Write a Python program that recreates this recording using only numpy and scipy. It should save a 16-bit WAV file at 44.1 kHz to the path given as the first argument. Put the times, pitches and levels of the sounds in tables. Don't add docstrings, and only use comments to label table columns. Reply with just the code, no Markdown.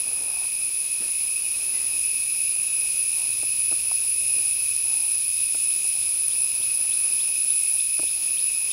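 import sys
import numpy as np
from scipy import signal
from scipy.fft import rfft, irfft
from scipy.io import wavfile

SR = 44100
rng = np.random.default_rng(int(sys.argv[2]) if len(sys.argv) > 2 else 0)


def ratio_of_db(decibels):
    return 10 ** (np.asarray(decibels, float) / 20)


def digitize_waveform(pressure):
    field = np.atleast_2d(pressure).T
    bounded = np.clip(field, -1, 1)
    quanta = np.round(bounded * 32767).astype(np.int16)
    wavfile.write(sys.argv[1], SR, quanta)


N = 384552
T = np.arange(N) / SR


def rms_one(x):
    return x / np.sqrt(np.mean(np.abs(x) ** 2) + 1e-20)


def in_time(rows):
    time_s, *columns = np.transpose(rows)
    return [np.interp(T, time_s, column) for column in columns]


def drift(knots_per_s):
    knots = rng.standard_normal(int(N / SR * 2000))
    return 1.22 * np.interp(T * knots_per_s, np.arange(len(knots)), knots)


def coloured(spectrum):
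    hz, db = np.transpose(spectrum)
    bin_hz = np.arange(N // 2 + 1) * SR / N
    shape_db = np.interp(np.log(bin_hz + 1), np.log(hz), db, left=-90, right=-90)
    return rms_one(irfft(rfft(rng.standard_normal(N)) * ratio_of_db(shape_db), N))


def resonance(x, hz, width_hz):
    r = np.exp(-np.pi * width_hz / SR)
    feed = np.array([1, 0, -1]) * (1 - r * r) / 2
    return signal.lfilter(feed, [1, -2 * r * np.cos(2 * np.pi * hz / SR), r * r], x)


def phasor(hz):
    turns = np.cumsum(hz) / SR % 1
    return np.exp(2j * np.pi * turns).astype(np.complex64)


def tymbal(strokes_hz, depth):
    uneven_hz = strokes_hz * (1 + .02 * drift(6) + rng.normal(0, .01))
    return 1 + depth * phasor(uneven_hz).real


def among_trees(x, echo_db, t60):
    u = T[:SR // 2]
    tail = rng.standard_normal(len(u)) * ratio_of_db(-60 * u / t60) * (u > .008)
    echoes = signal.fftconvolve(x, tail / np.linalg.norm(tail))[:len(x)]
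    return x + ratio_of_db(echo_db) * echoes


CROWD_HZ, BELOW_HZ, ABOVE_HZ = 2554.6, 66.0, 30.0
WARM_UP_HZ, WARM_UP_S = 18, 1.7
TYMBAL_HZ = 220
# partial (multiple of the pitch), level_db (against the shrill fourth), width_hz (of the resonance)
PARTIALS = [(2, -22.0, 620), (3, -30.5, 900), (5, -22.5, 630), (6, -32.5, 900)]


def crowd(low_db, shrill_db, count=26):
    sums = np.zeros((6, N), np.complex64)
    spread = np.linspace(-1, 1, count)
    offsets = np.sign(spread) * -np.log(1 - np.abs(spread) * .93)
    flat_hz = WARM_UP_HZ * np.clip(2 - 2 * T / WARM_UP_S, 0, 1)
    together_hz = 7 * drift(5) - flat_hz
    for offset in offsets:
        own_hz = offset * (ABOVE_HZ if offset > 0 else BELOW_HZ) + 8.0 * drift(2.5)
        tremor_hz = 22 * drift(300)
        tone = phasor(CROWD_HZ + together_hz + own_hz + tremor_hz)
        partial = tymbal(TYMBAL_HZ, depth=0.63) * ratio_of_db(2.35 * drift(25) + 1.0 * drift(4))
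        for k in range(6):
            partial = partial * tone * np.exp(2j * np.pi * rng.random())
            sums[k] += partial
    first = sums[0].real
    belly = resonance(first, 2680, 750) + ratio_of_db(-5) * resonance(first, 2562, 55)
    upper = 0
    for multiple, level_db, width_hz in PARTIALS:
        ringing = resonance(sums[int(multiple) - 1].real, multiple * 2545, width_hz)
        upper = upper + ratio_of_db(level_db) * rms_one(ringing)
    shrill = resonance(resonance(sums[3].real, 9890, 690), 11720, 1800)
    shrill = signal.sosfilt(signal.butter(4, 9650, "high", fs=SR, output="sos"), shrill)
    low_drone = ratio_of_db(low_db + .8 * drift(5)) * rms_one(belly)
    return low_drone + ratio_of_db(shrill_db + 0.08) * (rms_one(shrill) + upper)


BOUT_EDGE_S = 0.09
# start_s, length_s, first_hz, last_hz, level_db (before stroke and flutter)
BOUTS = [(3.42, .35, 10050, 10035, -31), (4.05, .32, 9995, 10110, -28), (4.37, .2, 10110, 10050, -28),
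         (4.82, .35, 10020, 10017, -30), (5.35, 1.25, 10020, 10018, -30), (6.72, .6, 10040, 10050, -27),
         (7.33, .55, 10050, 10050, -25)]


def near_cicada():
    hz, gain = np.full(N, 10030.), np.zeros(N)
    for start, length, first_hz, last_hz, db in BOUTS:
        on = (T >= start) & (T < start + length)
        hz[on] = np.linspace(first_hz, last_hz, on.sum())
        to_edge_s = np.minimum(T[on] - start, start + length - T[on])
        gain[on] = ratio_of_db(db) * np.clip(to_edge_s / BOUT_EDGE_S, 0, 1)
    line = phasor(hz + 5 * drift(30)).real * tymbal(TYMBAL_HZ, depth=0.13)
    return np.sqrt(2) * line * gain * ratio_of_db(1.7 * drift(22) + 1.0 * drift(8.6))


PHRASE_S, HIGH_STEP_HZ, SINK_HZ = .41, 9252, 45
LOW_STEP_FADES_DB_PER_S = .3
# start_s, level_db (of the high step, before flutter and echoes)
PHRASES = [(-.3, -42), (.138, -41), (.537, -40.5), (1.001, -42), (1.36, -41.5), (1.833, -41.5), (2.27, -41),
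           (2.692, -40), (3.143, -42), (3.565, -41), (4.07, -41.5), (4.471, -43), (4.96, -44),
           (5.388, -42.5), (5.818, -43), (6.24, -41), (6.724, -39.5), (7.301, -42), (7.778, -45),
           (8.15, -47)]
# time_s, pitch_hz
LOW_STEP = [(0, 9090), (3, 9140), (6.2, 9165), (7.4, 9090), (7.9, 8990), (8.3, 9110)]


def two_step_singer():
    hz, gain = np.full(N, 9150.), np.zeros(N)
    low_hz, = in_time(LOW_STEP)
    for start, db in PHRASES:
        share = (T - start) / PHRASE_S
        on = (share >= 0) & (share < 1)
        share = share[on]
        high = share < .5
        hz[on] = np.where(high, HIGH_STEP_HZ, low_hz[on]) - SINK_HZ * (2 * share % 1)
        swell = np.abs(np.sin(2 * np.pi * share)) ** 0.09
        gain[on] = swell * ratio_of_db(db + np.where(high, 0, -LOW_STEP_FADES_DB_PER_S * start))
    first = phasor((hz + 20.0 * drift(150)) / 4)
    shrill = (first ** 4).real * tymbal(250, depth=0.38)
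    faint = ratio_of_db(-20.0) * (first * phasor(25.2 * drift(100))).real
    song = np.sqrt(2) * (shrill + faint) * gain * ratio_of_db(2.1 * drift(35))
    return among_trees(song, echo_db=-6.0, t60=0.3)


THROBS_PER_S = 4.468
# pitch_hz, width_hz, gain_db (relative, at the top of the resonance)
BUZZ = [(3810, 160, -2.5), (6680, 510, -2), (7250, 170, -15), (8130, 490, 1.5), (10900, 520, -2.5)]
# (relative, per Hz)
FAR = [(1500, -37), (2000, -14), (2300, -4.5), (3000, -5), (4200, -2), (5200, 0), (7250, -3.5),
       (8600, -5.5), (9100, 11.5), (9450, -2.5), (10500, 12), (10900, 8), (11200, 0), (11800, -4.5),
       (13300, -3.5), (14400, -13), (16000, -7), (17000, -4)]


def far_insects(db):
    throb = (1 + np.cos(2 * np.pi * THROBS_PER_S * T)) / 2
    buzz = 0
    for hz, width_hz, gain_db in BUZZ:
        buzz = buzz + ratio_of_db(gain_db) * resonance(rng.standard_normal(N), hz, width_hz)
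    buzz = rms_one(buzz) * (0.78 + throb ** 0.6) * ratio_of_db(1.6 * drift(2.09))
    hiss = ratio_of_db(7.5 + .5 * drift(6.8)) * coloured(FAR)
    return ratio_of_db(db) * (hiss + ratio_of_db(-7.0) * buzz)


# start_s, level_db (added to the chirp's shape), low_start_db (change to the low start)
CHIRPS = [(5.388, -48, -15), (5.702, -47, 0), (6.011, -47, 0), (6.306, -44, 0), (6.612, -44, 0),
          (6.909, -41.5, 0), (7.192, -42.5, -2), (7.492, -44.5, -2), (7.786, -42, -15), (8.066, -43, -3),
          (8.369, -42, 0), (8.697, -41, 0)]
# after_start_s, pitch_hz, level_db (relative)
CHIRP = [(0, 2850, -5), (.008, 3250, 2), (.018, 3700, 6), (.025, 3950, 2), (.031, 4500, -2),
         (.04, 5050, -3), (.052, 5600, -14)]


def small_bird():
    out = np.zeros(N + SR)
    after_s, chirp_hz, chirp_db = np.transpose(CHIRP)
    u = np.arange(int(after_s[-1] * SR)) / SR
    for start, db, low_start_db in CHIRPS:
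        waver = (.012 + .5 * u) * drift(500)[:len(u)]
        hz = np.interp(u, after_s, chirp_hz) * (1 + rng.normal(0, .004) + waver)
        high_end_db = rng.normal(0, 2.3)
        ends_db = np.interp(u, [.006, .013, .024, .03], [low_start_db, 0, 0, high_end_db])
        level_db = db + np.interp(u, after_s, chirp_db) + ends_db + 0.81 * drift(200)[:len(u)]
        out[int(start * SR):][:len(u)] += phasor(hz).real * ratio_of_db(level_db)
    return among_trees(out, echo_db=-5.5, t60=0.6)


HOOT_S, HOOT_HZ, HOOT_DB = .062, 812, -61.5
# first_s, last_s, hoots (count)
HOOT_RUNS = [(1.42, 2.81, 4), (5.93, 8.6, 7)]
# start_s, length_s, first_hz, last_hz, level_db (before waver and echoes)
NOTES = [(1.0, 0.3, 2200, 2180, -57.5), (1.43, 0.044, 2850, 2890, -49), (1.725, .073, 2060, 2000, -51),
         (1.787, 0.11, 2050, 1990, -59), (2.76, .3, 2160, 2180, -65), (4.27, .28, 2150, 2180, -71),
         (4.79, .37, 862, 863, -59.5), (5.95, .18, 2180, 2190, -62), (7.55, .17, 2195, 2200, -57)]


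def far_birds():
    out = np.zeros(N + SR)
    hoots = [(start, HOOT_S, HOOT_HZ, HOOT_HZ + 6, HOOT_DB)
             for run in HOOT_RUNS for start in np.linspace(*run)]
    for start, length, first_hz, last_hz, db in NOTES + hoots:
        n = int(length * SR)
        hz = np.linspace(first_hz, last_hz, n) * (1 + .007 * drift(90)[:n])
        whistle = phasor(hz).real * signal.windows.tukey(n, .6)
        out[int(start * SR):][:n] += np.sqrt(2) * ratio_of_db(db + 1.5 * drift(40)[:n]) * whistle
    return out


def birds():
    return among_trees((small_bird() + far_birds())[:N], echo_db=-13, t60=.3)


# start_s, peak_db, centre_hz, reach_octaves
KNOCKS = [(.114, -39, 500, 0.91), (1.005, -39, 205, 0.68), (1.019, -41, 403, 0.65), (1.055, -43, 300, .8),
          (3.18, -42, 850, 0.47), (3.431, -31.5, 480, 1.0), (3.715, -32.5, 520, 0.57),
          (3.724, -32, 400, 1.6), (3.915, -28.5, 900, 0.3), (5.547, -35, 600, 0.89), (5.85, -42, 740, .6),
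          (6.603, -45, 343, 0.45), (6.889, -45, 635, .7), (7.982, -45, 1300, 0.37), (7.993, -29, 700, 1.1),
          (7.996, -30, 350, 1.4), (8.031, -33, 563, 0.49), (8.041, -44, 400, 0.54)]
# pitch_hz, level_db (relative), t60_s (time to fade by 60 dB)
BODY = [(205, -4, 0.041), (338, 2.5, 0.03), (466, 1.5, 0.022), (600, 1.5, 0.02), (773, -0.5, 0.024),
        (970, 0.5, 0.012), (1200, 1, 0.021), (1390, 0, 0.015)]
# start_s, length_s, low_hz, high_hz, level_db (before the soft edges)
RUSTLES = [(0, 0.36, 250, 860, -53.5), (.2, 0.33, 537, 1290, -55), (0.189, 0.31, 700, 850, -56.5),
           (0.991, .12, 150, 3000, -49.5), (3.101, 0.21, 546, 1100, -57.5), (4.099, 0.39, 220, 600, -56.5),
           (6.5, 0.4, 248, 800, -61.5)]


def handling():
    out, u = np.zeros(N), T[:SR // 8]
    for start, db, centre_hz, reach in KNOCKS:
        ring = 0
        for hz, mode_db, t60 in BODY:
            away = np.log2(hz / centre_hz) / reach
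            strength = ratio_of_db(mode_db - 7.0 * away ** 2 + rng.normal(0, 1))
            swell = 1 - np.exp(-u * hz * 1.2)
            tone = np.sin(2 * np.pi * (hz * u + 0.2 * rng.random()))
            ring = ring + strength * swell * ratio_of_db(-60 * u / t60) * tone
        out[int(start * SR):][:len(u)] += ratio_of_db(db) * ring / np.abs(ring).max()
    for start, length, low_hz, high_hz, db in RUSTLES:
        n = int(length * SR)
        band = signal.butter(2, [low_hz, high_hz], "band", fs=SR, output="sos")
        grains = rng.standard_normal(n) * ratio_of_db(3 * drift(120)[:n])
        puff = rms_one(signal.sosfilt(band, grains))
        out[int(start * SR):][:n] += ratio_of_db(db) * puff * signal.windows.tukey(n, .6)
    return out


PULL_START_S, PULL_END_S, EASE_S = 1.3, 4.0, .3
IDLE_PER_S, LOUDER_DB = 14, .8
# time_s, firings_per_s
ENGINE = [(0, 13.2), (1.15, 13.45), (1.5, 14.5), (2.16, 16.5), (2.82, 18.4), (3.47, 20.4), (3.95, 21.3),
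          (4.45, 19.9), (4.9, 19.6), (5.43, 17.3), (6.08, 15.9), (6.73, 14.2), (7.1, 13.9), (8.72, 14.2)]
# multiple, pulling_db, running_free_db
ENGINE_ORDERS = [(2, -68, -69), (3, -80, -71), (4, -68, -76), (5, -68, -70), (6, -71, -70), (7, -71, -78),
                 (8, -71, -71), (9, -77, -78)]
# pitch_hz, gain_db
DISTANCE = [(25, -22), (33, -9), (42, 0), (105, 0), (130, -3), (165, -16), (200, -25)]


def far_engine():
    rate_hz, = in_time(ENGINE)
    pull = np.clip(np.minimum(T - PULL_START_S, PULL_END_S - T) / EASE_S + .5, 0, 1)
    phase = 2 * np.pi * np.cumsum(rate_hz * (1 + .003 * drift(4))) / SR
    out = 0
    for multiple, pull_db, free_db in ENGINE_ORDERS:
        multiple = round(multiple)
        speed_db = LOUDER_DB * (rate_hz - IDLE_PER_S)
        load_db = pull * pull_db + (1 - pull) * free_db
        carried_db = np.interp(multiple * rate_hz, *np.transpose(DISTANCE))
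        gain = ratio_of_db(speed_db + load_db + carried_db + 3.3 * drift(2.49))
        out = out + np.sqrt(2) * gain * np.sin(multiple * phase + rng.uniform(0, 2 * np.pi))
    return out


LEAVES_DB, RUMBLE_DB = -55, -64.5
# (relative, per Hz)
RUSTLE = [(76, -28), (130, -2), (173, -6), (280, -1), (962, -6.5), (1240, -5.5), (1520, -9.5), (2000, -8),
          (2600, -45), (4400, -120)]
# (relative, per Hz)
RUMBLE = [(15, -30), (28, -13), (42, -0.5), (58, -7.5), (80, 3), (100, 8), (125, -3), (160, -8.5),
          (250, -23)]


def air():
    leaves = ratio_of_db(LEAVES_DB + .7 * drift(3) + .8 * drift(12)) * coloured(RUSTLE)
    return leaves + ratio_of_db(RUMBLE_DB + 1.2 * drift(1.6)) * coloured(RUMBLE)


LOW_DB, LOW_FOLLOWS = -40, 0.88
FAR_DB, FAR_FOLLOWS = -42.5, 0.69
TURN_S, TURN_LASTS_S, TURN_LOSS_DB = 5.1, .7, 1
# time_s, level_db (base level of the shrill drone)
EFFORT = [(0, -26.5), (.6, -26), (2, -24.5), (3.3, -24.5), (4.1, -23.5), (5, -23.7), (6.3, -24), (7.5, -24),
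          (8, -24), (8.72, -24)]


def scene():
    shrill_db, = in_time(EFFORT)
    swing_db = shrill_db - shrill_db.mean()
    turn_db = TURN_LOSS_DB * np.clip((T - TURN_S) / TURN_LASTS_S, 0, 1)
    low_db = LOW_DB + LOW_FOLLOWS * swing_db - turn_db
    insects = crowd(low_db, shrill_db) + near_cicada() + two_step_singer()
    insects = insects + far_insects(FAR_DB + FAR_FOLLOWS * swing_db)
    return (insects + birds() + handling() + far_engine() + air())[None]


def band_limit(x):
    return signal.sosfilt(signal.butter(12, 17030, fs=SR, output="sos"), x)


def record(dry):
    low_pass = signal.ellip(12, .5, 70, 15730, fs=SR, output="sos")
    mix = signal.sosfilt(low_pass, dry)
    return band_limit(mix)


dry = scene()
out = record(dry)
digitize_waveform(out)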